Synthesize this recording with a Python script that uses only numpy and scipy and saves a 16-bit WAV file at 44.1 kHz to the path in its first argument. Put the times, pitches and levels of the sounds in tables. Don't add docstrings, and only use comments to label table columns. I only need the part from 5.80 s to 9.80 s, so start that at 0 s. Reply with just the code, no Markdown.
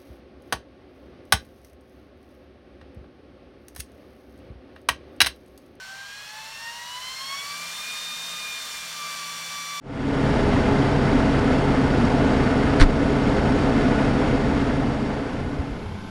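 import sys
import numpy as np
from scipy import signal
from scipy.fft import rfft, irfft
from scipy.io import wavfile
from scipy.ndimage import uniform_filter1d

SR = 44100
rng = np.random.default_rng(int(sys.argv[2]) if len(sys.argv) > 2 else 0)


def generate_wav(sig):
    pcm = np.round(np.clip(np.atleast_2d(sig).T, -1, 1) * 32767).astype(np.int16)
    wavfile.write(sys.argv[1], SR, pcm)


N = 176400
TIME = np.arange(N) / SR
BLADES, FULL_SPEED_HZ = 7, 172.6


def air_rush(speed):
    # f/Hz, level/dB (per Hz)
    spectrum = [(20, -96), (32, -92), (55, -86.5), (85, -89.5), (125, -85.5), (195, -83.5), (250, -79.5),
                (335, -91), (420, -87), (600, -79), (760, -81), (1000, -75), (1400, -76), (1900, -74),
                (2500, -75.5), (3200, -76), (3800, -75), (4550, -75), (4950, -78.5), (5600, -74.5),
                (6300, -79), (7000, -80.5), (7800, -81), (8700, -79), (9900, -83.5), (10400, -85.5),
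                (11500, -86.5), (13000, -88), (15700, -90.5)]
    # f/Hz, width/Hz, gain/dB
    resonances = [(54, 10, 5), (462, 12, 3.5), (707, 45, 2.5), (720, 28, -4.5), (865, 40, -0.5),
                  (1082, 61, 2.5), (1460, 67, -2.5), (1590, 140, 4.5), (1830, 36, -1.5), (1983, 35, 3),
                  (2146, 50, 4.5), (2250, 80, -4), (2670, 87, -0.5), (3040, 94, 4.5), (3340, 103, 4.5),
                  (4000, 90, -1), (4295, 180, 6), (4930, 200, -1), (5480, 176, 5), (5770, 100, 2),
                  (6520, 170, 4), (7200, 240, 6.5)]
    # centre f/Hz, gain/dB per doubling of speed
    band_growth = [(60, 2), (120, -2.5), (250, 13), (700, 7.5), (1600, 10.5), (3000, 11.5), (5500, 13),
                   (8500, 18.5), (13000, 19)]
    ripple_db, ripple_spacing_hz = 1.62, 22.06
    flicker_db, flicker_hz = 0.32, 20
    surge_db, surge_hz = 0.32, 2.7
    hz = np.maximum(np.arange(N // 2 + 1) * SR / N, 1)
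    white = rfft(rng.standard_normal(N)) * np.sqrt(SR / 2)
    ripple = np.interp(hz / ripple_spacing_hz, np.arange(N), rng.standard_normal(N))
    case_db = sum(resonance_db(hz, centre, width, db) for centre, width, db in resonances)
    air = white * from_db(at_hz(spectrum, hz) + case_db + ripple_db * ripple)
    centres, growths = np.transpose(band_growth)
    octaves = np.log2(speed / FULL_SPEED_HZ)
    rush = np.zeros(N)
    for selector, growth in zip(np.eye(len(centres)), growths):
        triangle = np.interp(np.log(hz), np.log(centres), selector)
        rush += irfft(air * triangle, N) * from_db(growth * octaves + flicker_db * drift(flicker_hz))
    return rush * from_db(surge_db * drift(surge_hz))


def blade_whine(speed):
    # t/s, level/dB
    first = [(0,-66),(.1,-51.5),(.25,-60),(.34,-66),(.46,-60),(.52,-48.5),(.7,-49.5),(.76,-55),(.84,-46.5),(1,-45),(1.18,-43),(1.24,-48.5),(1.3,-36.5),(1.36,-55),(1.42,-39),(1.48,-48),(1.54,-36.5),(1.6,-49),(1.66,-38.5),(1.84,-43),(1.88,-51.5),(2,-46),(2.04,-60),(2.16,-48),(2.26,-54),(2.32,-41.5),(2.39,-64),(2.56,-44.5),(2.72,-53),(2.84,-49),(3.1,-53.5),(3.22,-36),(3.36,-42.5),(3.44,-40),(3.62,-42.5),(3.66,-53),(3.72,-40),(4,-37.2)]
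    second = [(0.0, -42), (0.22, -42), (0.44, -48.5), (0.66, -46), (0.7, -57), (0.88, -38), (0.94, -53.8),
              (1.02, -40.5), (1.12, -56), (1.22, -42.4), (1.36, -48), (1.4, -41.5), (1.82, -42),
              (1.94, -37.5), (1.98, -56), (2.02, -38), (2.1, -35), (2.24, -48.4), (2.3, -40.6), (2.48, -46),
              (2.7, -37), (2.78, -39), (2.84, -56), (2.96, -39), (3.1, -48), (3.28, -39.5), (3.4, -44.5),
              (4.0, -41)]
    third = [(0,-67),(.3,-54),(.36,-50),(.62,-51),(.76,-42),(.82,-49.5),(.92,-41.5),(.98,-48),(1.12,-38.5),(1.18,-46),(1.3,-39),(1.34,-48),(1.54,-40),(1.62,-39),(1.68,-53),(1.74,-43.5),(1.84,-47),(1.94,-40.5),(2.3,-36.5),(2.48,-38.5),(2.6,-37),(2.68,-43.5),(2.78,-37.5),(3,-44),(3.05,-48),(4,-42)]
    fourth = [(0,-62),(.4,-54),(.65,-55),(1.15,-50),(1.38,-41),(1.5,-43),(1.6,-48),(1.72,-42.5),(1.92,-57),(2.14,-49),(2.6,-49),(2.8,-58),(3.28,-46.5),(3.55,-51),(3.65,-47.5),(4,-51.5)]
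    fifth = [(0,-69),(.38,-53),(.55,-56),(.85,-55),(1.2,-58),(1.52,-44),(1.68,-52),(1.8,-51),(1.9,-57),(2.45,-53),(3.1,-53),(3.35,-48),(3.9,-43.5),(4,-47)]
    # harmonic number, level/dB
    overtones = [(6, -55.5), (7, -70)]
    overtone_db_per_octave = 18
    passes = BLADES * np.cumsum(speed) / SR
    acceleration = np.abs(np.gradient(speed))
    flutter = 0.18 + 0.39 * (acceleration / acceleration.max()) ** 2
    low = sum(from_db(in_time(envelope)) * fluttering_partial(k * passes, flutter)
              for k, envelope in enumerate([first, second, third, fourth, fifth], 1))
    high = sum(from_db(db) * fin_gain(k * BLADES * speed) * fluttering_partial(k * passes, flutter=1)
               for k, db in overtones)
    return low + high * from_db(overtone_db_per_octave * np.log2(speed / FULL_SPEED_HZ))


def fluttering_partial(cycles, flutter):
    flutter_hz, skirt_hz, skirt_depth = 14, 70.5, 0.12
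    waver = flutter * (drift(flutter_hz) + 1j * drift(flutter_hz))
    skirt = skirt_depth * (drift(skirt_hz) + 1j * drift(skirt_hz))
    carrier = np.exp(2j * np.pi * (cycles + rng.random()))
    tone = (np.sqrt(2) + waver + skirt) * carrier
    return tone.real / np.sqrt(1 + flutter ** 2 + skirt_depth ** 2)


def fin_gain(hz):
    return from_db(resonance_db(hz, centre_hz=5540, width_hz=260, peak_db=15))


def rotor_hum(speed):
    # t/s, level/dB
    envelope = [(0, -74), (1.3, -69), (1.62, -66.5), (1.8, -54.5), (2.02, -64.5), (2.2, -62), (2.55, -57),
                (2.85, -74), (3.05, -60), (3.25, -57.5), (3.7, -56), (4, -56.5)]
    turns = np.cumsum(speed) / SR
    return from_db(in_time(envelope)) * np.sqrt(2) * np.sin(2 * np.pi * turns)


def rotor_speed():
    # t/s, f/Hz
    spin_up = [(0, 108.25), (0.3, 115.3), (0.6, 124.3), (0.85, 131.53), (1.1, 139.27), (1.25, 145.8),
               (1.55, 158.6), (1.7, 165.08), (1.85, 169), (2, 172.45), (2.15, 174.37), (2.3, 173),
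               (2.5, 174.6), (2.75, 172.3), (3.2, 168.32), (3.45, 166), (3.7, 166.18), (4, 165.77)]
    return uniform_filter1d(in_time(spin_up), size=4001, mode="nearest")


def resonance_db(hz, centre_hz, width_hz, peak_db):
    return peak_db / (1 + (2 * (hz - centre_hz) / width_hz) ** 2)


def drift(rate_hz):
    hz = np.arange(N // 2 + 1) * SR / N
    slow = irfft(rfft(rng.standard_normal(N)) / (1 + (hz / rate_hz) ** 2), N)
    return slow / slow.std()


def from_db(db):
    return 10 ** (np.asarray(db) / 20)


def in_time(rows):
    return np.interp(TIME, *np.transpose(rows))


def at_hz(points, hz):
    centres, values = np.transpose(points)
    return np.interp(np.log(hz), np.log(centres), values)


def scene():
    speed = rotor_speed()
    fans = air_rush(speed) + blade_whine(speed) + rotor_hum(speed)
    return np.array([fans, fans])


def record(dry):
    cutoff_hz = 15800
    low_pass = signal.ellip(12, rp=0.05, rs=60, Wn=cutoff_hz, fs=SR, output="sos")
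    return signal.sosfiltfilt(low_pass, dry)


dry = scene()
out = record(dry)
generate_wav(out)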